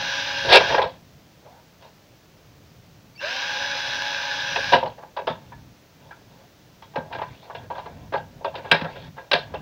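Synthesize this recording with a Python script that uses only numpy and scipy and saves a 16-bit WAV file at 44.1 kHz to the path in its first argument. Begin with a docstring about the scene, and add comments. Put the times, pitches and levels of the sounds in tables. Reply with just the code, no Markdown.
"""Cordless drill and hollow toy

A cordless drill bores two holes in a hollow plastic toy on a garage floor, close to the microphone.
The motor sings its shaft orders over gear clatter that rings the housing; scraping noise rings the toy
as the bit breaks through; then the toy is turned in the hands, knocking and scraping by modal synthesis.
Rumble, hiss and a short room tail surround them; the preamplifier rounds peaks and the converter clips."""
import sys
import numpy as np
from scipy import signal
from scipy.fft import rfft, irfft
from scipy.io import wavfile
from scipy.ndimage import uniform_filter1d

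SR = 44100
rng = np.random.default_rng(int(sys.argv[2]) if len(sys.argv) > 2 else 0)


def nominal_scale(level):
    """Amplitude ratio for a level in decibels (scalar or array-like)."""
    x = np.asarray(level, float) / 20
    return 10 ** x


def master_out(mix):
    """Clip the mix to full scale and print it as 16-bit PCM to the path in sys.argv[1]."""
    frames = np.transpose(np.atleast_2d(mix))
    ceiling = np.clip(frames, -1, 1)
    pcm = np.round(ceiling * 32767).astype(np.int16)
    wavfile.write(sys.argv[1], SR, pcm)


N = 423801
T = np.arange(N) / SR
APART = 997  # samples between unrelated impacts

# Vibration modes of the hollow toy. Each row: frequency in Hz, free 60 dB decay time in seconds,
# relative level in dB.
TOY = [(428, .06, -6.5), (488, .06, -1.5), (555.4, 0.054, 2.5), (633, .07, -1), (707, .07, -2.5),
       (797, 0.044, -3.5), (882, .08, -1.5), (912, .06, -5), (994, .06, -2), (1100, .05, -12),
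       (1350, 0.071, -11), (1520, 0.039, -2.5), (1658, 0.055, 0.5), (1838, .04, -6), (2100, .025, -7.5),
       (2356, .03, -5), (2704, .02, -4), (2896, 0.0084, -6), (3350, .02, -4), (3704, .025, -5),
       (4180, .015, -8), (4610, .015, -13.5), (5200, .01, -17)]
# Frequencies in Hz at which the colour of a blow or a stroke is set, from boom to snap.
BAND_HZ = (600, 880, 1600, 3000)


def level(x, db):
    """Root-mean-square normalization: scale to an rms level in dB."""
    return x * nominal_scale(db) / np.sqrt(np.mean(x ** 2))


def coloured(x, spectrum):
    """Spectral shaping: weight the Fourier spectrum by (Hz, dB) points on a log axis; rms 1."""
    hz, db = np.transpose(spectrum)
    f = np.fft.rfftfreq(N, 1 / SR) + 1
    weight = nominal_scale(np.interp(np.log(f), np.log(hz), db, left=-80, right=-80))
    return level(irfft(rfft(x) * weight, N), 0)


def ring(x, hz, t60):
    """Damped resonance: a two-pole mode; white noise of rms 1 comes out near rms 1."""
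    r = np.exp(-np.log(1000) / (t60 * SR))
    w = 2 * np.pi * hz / SR
    return signal.lfilter([np.sin(w) * np.sqrt(2 - 2 * r * r)], [1, -2 * r * np.cos(w), r * r], x)


def band(x, hz, width_hz):
    """Band-pass resonance: a band with steep sides around its centre; rms 1."""
    edges_hz = [hz - width_hz / 2, hz + width_hz / 2]
    return level(signal.sosfilt(signal.butter(2, edges_hz, "band", fs=SR, output="sos"), x), 0)


def steep(x, hz, kind):
    """Sixth-order Butterworth filtering on one side of a cutoff: "low" or "high" passes."""
    return signal.sosfilt(signal.butter(6, hz, kind, fs=SR, output="sos"), x)


def walk(rate):
    """Random modulation: levels held 1 / rate s and smoothed twice; spread near 1."""
    k = int(SR / rate)
    held = np.repeat(rng.standard_normal(N // k + 1), k)
    return 1.5 * uniform_filter1d(uniform_filter1d(held, k), k)[:N]


def grit(spread_db):
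    """Granular contact: noise whose samples have heavy-tailed sizes, as many tiny impacts; rms 1."""
    return level(rng.standard_normal(N) * nominal_scale(spread_db * rng.exponential(size=N)), 0)


def gate(start, end, attack, release):
    """First-order response: exponential attack, hold, exponential release; all in seconds."""
    rise = 1 - np.exp(-np.maximum(T - start, 0) / attack)
    return rise * np.exp(-np.maximum(T - end, 0) / release)


def hiss():
    """Stationary broadband noise: white noise given a fixed spectrum."""
    # Each row: frequency in Hz, relative spectral density in dB per Hz.
    hiss_colour = [(120, -18), (200, 1.5), (231, -3.5), (294, -0.5), (328, -1.5), (537, -1), (706, -3.5),
                   (1100, -8.5), (6110, -14), (8640, -27), (13400, -26), (15000, -16.5), (15800, -15.5)]
    return nominal_scale(-56) * coloured(rng.standard_normal(N), hiss_colour)


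def rumble():
    """Low-frequency noise: a murmur of the building that swells, mostly while drill or toy is handled."""
    # Each row: frequency in Hz, relative spectral density in dB per Hz.
    rumble_colour = [(25, -11.5), (60, -2), (110, 4), (155, 4), (220, -4), (300, -6), (450, -30.5)]
    # Swells of low rumble, most of them while the drill or toy is handled.
    # Each row: start in seconds, end in seconds, level in dB before the wavering.
    swells = [(-.1, .44, -53), (.42, .85, -40), (2.4, 3.1, -64), (3.4, 4.5, -60), (4.5, 4.88, -43),
              (5.28, 5.7, -54), (6.97, 7.33, -47), (7.52, 8.4, -50), (8.45, 9.08, -48), (9.33, 9.7, -46)]
    edge_s, murmur_db = .04, -56
    gain = nominal_scale(murmur_db) + sum(nominal_scale(db) * gate(start, end, edge_s, edge_s) for start, end, db in swells)
    wavering = nominal_scale(1.5 * walk(13))
    return gain * wavering * coloured(rng.standard_normal(N), rumble_colour)


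def garage_tail(near):
    """Diffuse reverberation: convolution with exponentially decaying noise of unit energy."""
    t60_s, gap_s, tail_db = 0.23, .004, -13
    t = np.arange(SR // 2) / SR
    tail = rng.standard_normal(len(t)) * nominal_scale(-60 * t / t60_s) * (t > gap_s)
    return nominal_scale(tail_db) * signal.fftconvolve(near, tail / np.sqrt(np.sum(tail ** 2)))[:N]


def scrape():
    """Stick-slip friction: dense small slips ring the toy's modes, damped by the hands."""
    # Hands, bit and floor rubbing the toy; the loudest are the bit grabbing as it breaks through.
    # Each row: start in seconds, end in seconds, relative level in dB, change up to the end in dB,
    # treble against the body in dB.
    strokes = [(.44, .7, -29, 0, 0), (.483, .52, -26, 9, 11), (.519, .571, -11.5, 1, 14),
               (.69, .97, -30, -26, 3), (1.42, 1.6, -56, 0, -8), (1.8, 1.9, -56, 0, -4),
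               (4.78, 5.08, -46, -13, -6), (5.3, 5.6, -54, -2, -6), (5.99, 6.22, -52, -3, -7),
               (6.29, 6.45, -53, -3, -6), (6.97, 7.11, -50, 5, -14), (7.11, 7.35, -43, -11, -8),
               (7.28, 7.46, -60, 0, 6), (7.42, 7.66, -50, 6, -10), (7.71, 8.08, -41, -9, -10),
               (8.16, 8.45, -58, 5, -10), (8.5, 8.71, -58, 22, -9), (8.74, 8.9, -35, 0, -10),
               (8.9, 9.08, -46, 0, 2), (9.16, 9.3, -41, -16, -8), (9.36, 9.61, -46, 1, -9)]
    # A rubbing hand damps the knock range most: change in dB at each of BAND_HZ.
    hand_db = (0, 0, -4, 0)
    grip_s, let_go_s = .005, .008  # attack and release of a stroke
    rub = grit(3.1) * nominal_scale(3.0 * walk(45))
    body, treble = np.full((2, N), 1e-9)
    for start, end, db, change_db, treble_db in strokes:
        progress = np.clip((T - start) / (end - start), 0, 1)
        stroke = gate(start, end, grip_s, let_go_s) * nominal_scale(db + change_db * progress)
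        body = body + stroke
        treble = treble + nominal_scale(treble_db) * stroke
    out = 0
    for m, (hz, t60, mode_db) in enumerate(TOY):
        treble_share = np.interp(np.log(hz), np.log(BAND_HZ), [0.1, 0, .3, 1])
        slips = body * (treble / body) ** treble_share * np.roll(rub, APART * m)
        damping_db = np.interp(np.log(hz), np.log(BAND_HZ), hand_db)
        out = out + nominal_scale(mode_db - 11.5 + damping_db) * ring(slips, hz, .6 * t60)
    return out


def knocks(modes, blows):
    """Modal excitation: short rattles of impacts, each on another spot and in a grip that retunes the modes."""
    onset_s = .02  # over which the rms of each mode is set
    t = T[:SR // 4]
    out = np.zeros(N + len(t))
    spots, grips = rng.standard_normal((len(blows), 2, len(modes))).transpose(1, 0, 2)
    impacts = grit(2.32) * nominal_scale(4.0 * walk(220))  # loose parts chatter
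    fade = np.exp(-t / 0.0063) + 0.15 * np.exp(-t / .03)  # blow, then loose parts settle
    for (s, db, boom_db, knock_db, snap_db), spot, grip in zip(blows, spots, grips):
        i = int(s * SR)
        contact_s = .003 * nominal_scale(-.25 * snap_db)  # dull blows are softer contacts
        push = (1 - np.exp(-t / contact_s)) * fade
        for m, (hz, t60, mode_db) in enumerate(modes):
            colour_db = np.interp(np.log(hz), np.log(BAND_HZ), [boom_db, 0, knock_db, snap_db])
            j = (i + APART * (m // 2)) % (N - len(t))  # each pair of modes is reached by other impacts
            rung = ring(push * impacts[j:j + len(t)], hz * (1 + .02 * grip[m]), t60)
            gain = nominal_scale(db + colour_db + mode_db + 2.0 * spot[m])
            out[i:i + len(t)] += gain * rung / rung[:int(onset_s * SR)].std()
    return out[:N]


def toy():
    """Radiation cutoff: the small shell radiates no bass of its own; the board under it thuds."""
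    # Blows on the toy. Each row: start in seconds, level in dB to which the mode levels are added, then
    # against it in dB: boom, knock and snap, at the first, third and fourth of BAND_HZ.
    toy_blows = [(0.603, -30, 2, -2, -9), (0.701, -33, -4, -5, -4), (0.722, -34, 1, -7, -10),
                 (0.741, -24, -7, -8, -12), (0.778, -25, -4, -6, -11), (0.816, -32, 1, -10, -2),
                 (0.838, -45, 2, -1, -2), (1.454, -59, -2, -12, -11), (1.822, -59, -7, -3, 0),
                 (1.845, -55, -4, -14, -13), (4.557, -36, -5, 0, 6), (4.721, -27, 3, -4, -1),
                 (4.731, -20, -4, -5, -5), (4.75, -34, -4, -9, -3), (4.826, -28, -8, -28, -22),
                 (4.857, -36, -17, -19, -13), (4.979, -52, -2, -9, -19), (5.024, -48, -11, -11, -26),
                 (5.164, -34, -10, -9, -11), (5.186, -44, 4, -4, -11), (5.27, -28, -6, -12, -9),
                 (5.296, -46, -9, -1, -3), (5.518, -50, -18, -6, -19), (6.108, -53, -12, 4, -12),
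                 (6.821, -47, -27, -14, -8), (6.934, -47, -21, -22, -21), (6.956, -30, -7, -11, -13),
                 (7.108, -41, -14, -25, -26), (7.125, -40, -12, -2, -7), (7.147, -48, 2, 3, -4),
                 (7.184, -37, -11, -11, -20), (7.214, -35, -11, -8, -13), (7.497, -40, -10, -13, -24),
                 (7.548, -49, 6, 2, 1), (7.7, -32, -17, -16, -27), (7.751, -47, -4, -7, -11),
                 (7.779, -41, -6, -10, -13), (7.857, -43, -3, -12, -15), (8.122, -37, -1, -7, -15),
                 (8.136, -33, -2, -5, -13), (8.169, -49, 3, -12, -3), (8.407, -52, 0, -23, -22),
                 (8.444, -26, -12, -20, -16), (8.539, -43, -3, -19, -15), (8.553, -57, 7, 6, 13),
                 (8.578, -60, 14, 9, 5), (8.644, -41, -12, -9, -14), (8.713, -26, -5, 6, 8),
                 (8.741, -39, 4, 3, -2), (8.811, -46, -7, 4, 4), (8.843, -42, -5, -2, -9),
                 (8.956, -54, 8, 0, 0), (9.175, -45, -5, -2, -19), (9.313, -36, 2, 6, 11),
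                 (9.331, -31, 0, 1, 10), (9.354, -44, 1, 1, -4), (9.537, -37, -1, -14, -11)]
    # The toy bumps the board. Each row: start in seconds, level in dB to which the mode levels are added.
    thuds = [(4.732, -27), (5.295, -33), (6.974, -30), (8.137, -37), (8.717, -22), (8.819, -28),
             (9.334, -31)]
    # Modes of the board. Each row: frequency in Hz, 60 dB decay time in seconds, relative level in dB.
    board_modes = [(120, 0.08, -18), (160, .18, -7), (235, 0.08, -5)]
    toy_bottom_hz, mic_top_hz, board_bottom_hz = 330, 5800, 85
    shell = steep(knocks(TOY, toy_blows) + scrape(), toy_bottom_hz, "high")
    dull = steep(shell, mic_top_hz, "low")  # microphone port
    bright = steep(shell, mic_top_hz, "high")  # a little of the treble still gets past the port
    board = knocks(board_modes, [(s, db, 0, 0, 0) for s, db in thuds])
    return dull + nominal_scale(-11) * bright + steep(board, board_bottom_hz, "high")


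def trigger():
    """Current chopping: a thin, fluttering whine and its second harmonic as the trigger closes."""
    # Steps of the speed switch. Each row: start in seconds, end in seconds, frequency in Hz, then
    # levels in dB before the flutter: fundamental, second harmonic.
    whine_steps = [(3.152, 3.17, 2280, -57, -54), (3.173, 3.193, 2700, -42, -50),
                   (3.193, 3.213, 2800, -40, -62)]
    edge_s = .004
    clock = 2 * np.pi * np.cumsum(1 + .012 * walk(400)) / SR  # unsteady time, so the pitch wavers
    whine = np.zeros(N)
    for start, end, hz, first_db, second_db in whine_steps:
        pair = nominal_scale(first_db) * np.sin(hz * clock) + nominal_scale(second_db) * np.sin(2 * hz * clock)
        whine += gate(start, end, edge_s, edge_s) * pair
    return np.sqrt(2) * whine * nominal_scale(3.0 * walk(250))


def motor():
    """Motor dynamics: exponential spin-up, sag under load and linear braking of the shaft.

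    Returns shaft speed and free speed in Hz, and the gain of the drill."""
    # Squeezes of the trigger. Each row: on in seconds, bit breaks through in seconds, off in seconds,
    # free shaft speed in Hz, drill level in dB to which the levels of its parts are added.
    bursts = [(-1.0, .44, .75, 276.8, -25.5), (3.16, 4.44, 4.735, 280, -26.5)]
    spin_up_s = .07  # time constant of the speed
    gears_bite_s, swell_s = .036, .03  # the sound starts late and swells
    sag_hz, sag_s = 5, .05  # the shaft slows while the bit chews out of the hole
    brake_hz_per_s, brake_db_per_s = 260, 290
    hz, free, gain = np.zeros((3, N))
    for on, through, off, free_hz, db in bursts:
        coast = np.maximum(T - off, 0)
        speed = free_hz * (1 - np.exp(-np.maximum(T - on, 0) / spin_up_s))
        speed = speed - sag_hz * gate(through, T[-1], sag_s, 1) - brake_hz_per_s * coast
        hz = np.where(T >= on, np.maximum(speed, 0), hz)
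        free = np.where(T >= on, free_hz, free)
        gain = gain + gate(on + gears_bite_s, T[-1], swell_s, 1) * nominal_scale(db - brake_db_per_s * coast)
    return hz, free, gain


def drill():
    """Order synthesis: wavering shaft orders over tooth clatter that throbs once a turn and rings the housing."""
    # Multiples of the shaft speed: whole for the motor, in thirds for the planet gears.
    orders = (1, 2, 3, 6, 7, 8, 26 / 3, 28 / 3, 10, 31 / 3, 12, 13, 40 / 3, 14, 15, 16, 17, 19, 20, 21, 22,
              24, 33, 36, 54)
    # Level of each order in dB against the drill level, before the trim of the tones.
    order_levels = (-30.5, -20.5, -15.5, -14.5, -29, -25.5, -22.5, -23.5, -24.5, -22, -14.5, -22.5, -25,
                    -24, -24.5, -26.5, -27, -30.5, -31, -24.5, -35.5, -42, -45.5, -57.5, -47)
    # How an order answers the inrush current. Keys: order; values: share of inrush_db, without unit.
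    commutator = {1: -.5, 2: -.5, 3: -.4, 12: .1, 21: .8}
    # Gear clatter. Each row: frequency in Hz, relative spectral density in dB per Hz.
    gear_colour = [(200, -26.5), (450, -18), (600, -9), (1200, -8), (2000, -6.5), (3500, -8), (5700, -12.5),
                   (6500, -22.5), (7800, -37), (13500, -52), (15200, -32.5), (15600, -35)]
    # Drill housing. Each row: centre frequency in Hz, width in Hz, level in dB against the drill level.
    housing_modes = [(560, 90, -24.5), (950, 160, -21), (1620, 260, -6.5), (2750, 860, -19),
                     (3850, 720, -17), (5000, 350, -21), (6090, 300, -30.5)]
    inrush_db = 24  # extra commutator ripple at standstill current
    # a resonance that the commutator tone, the third order, sweeps through
    singer, sing_hz, sing_width_hz, sing_db = 3, 590, 90, 24
    hz, free, gain = motor()
    turn = 2 * np.pi * np.cumsum(hz * (1 + .0017 * walk(25))) / SR
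    on = gain > 1e-5
    slip = np.sqrt(np.abs(1 - hz[on] / free[on]))
    tones = np.zeros(N)
    for k, order_db in zip(orders, order_levels):
        boost = inrush_db * slip * commutator.get(k, 0)
        if k == singer:
            boost = boost + sing_db * np.exp(-((k * hz[on] - sing_hz) / sing_width_hz) ** 2)
        settle = -.002 * k * np.abs(free[on] - hz[on])  # high orders firm up only at full speed
        size = nominal_scale(order_db + boost + settle + 2.2 * walk(18)[on]) * np.sqrt(2)
        tones[on] += size * np.sin(k * turn[on] + 2 * np.pi * rng.random())
    teeth = grit(2.3) * (1 + 0.3 * np.cos(turn)) * nominal_scale(0.48 * walk(40))
    housing = np.zeros(N)
    for mode_hz, width_hz, mode_db in housing_modes:
        housing += nominal_scale(mode_db + 1.8 * walk(50)) * band(teeth, mode_hz, width_hz)
    return gain * (nominal_scale(-0.6) * tones + nominal_scale(-4.5) * coloured(teeth, gear_colour) + housing)


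def scene():
    """Superposition: drill and toy with a short garage tail, over rumble and hiss."""
    near = drill() + trigger() + toy()
    return (near + garage_tail(near) + rumble() + hiss())[None]


def roll_off(x):
    """The treble ends steeply here."""
    return signal.sosfilt(signal.butter(12, 16080, fs=SR, output="sos"), x)


def record(dry):
    """Nonlinear distortion: the preamplifier rounds loud peaks and the converter clips at full scale."""
    cubic_share, largest_input = .08, 1.5
    rounded = dry - cubic_share * np.clip(dry, -largest_input, largest_input) ** 3
    return roll_off(np.clip(rounded, -1, 1))


dry = scene()
out = record(dry)
master_out(out)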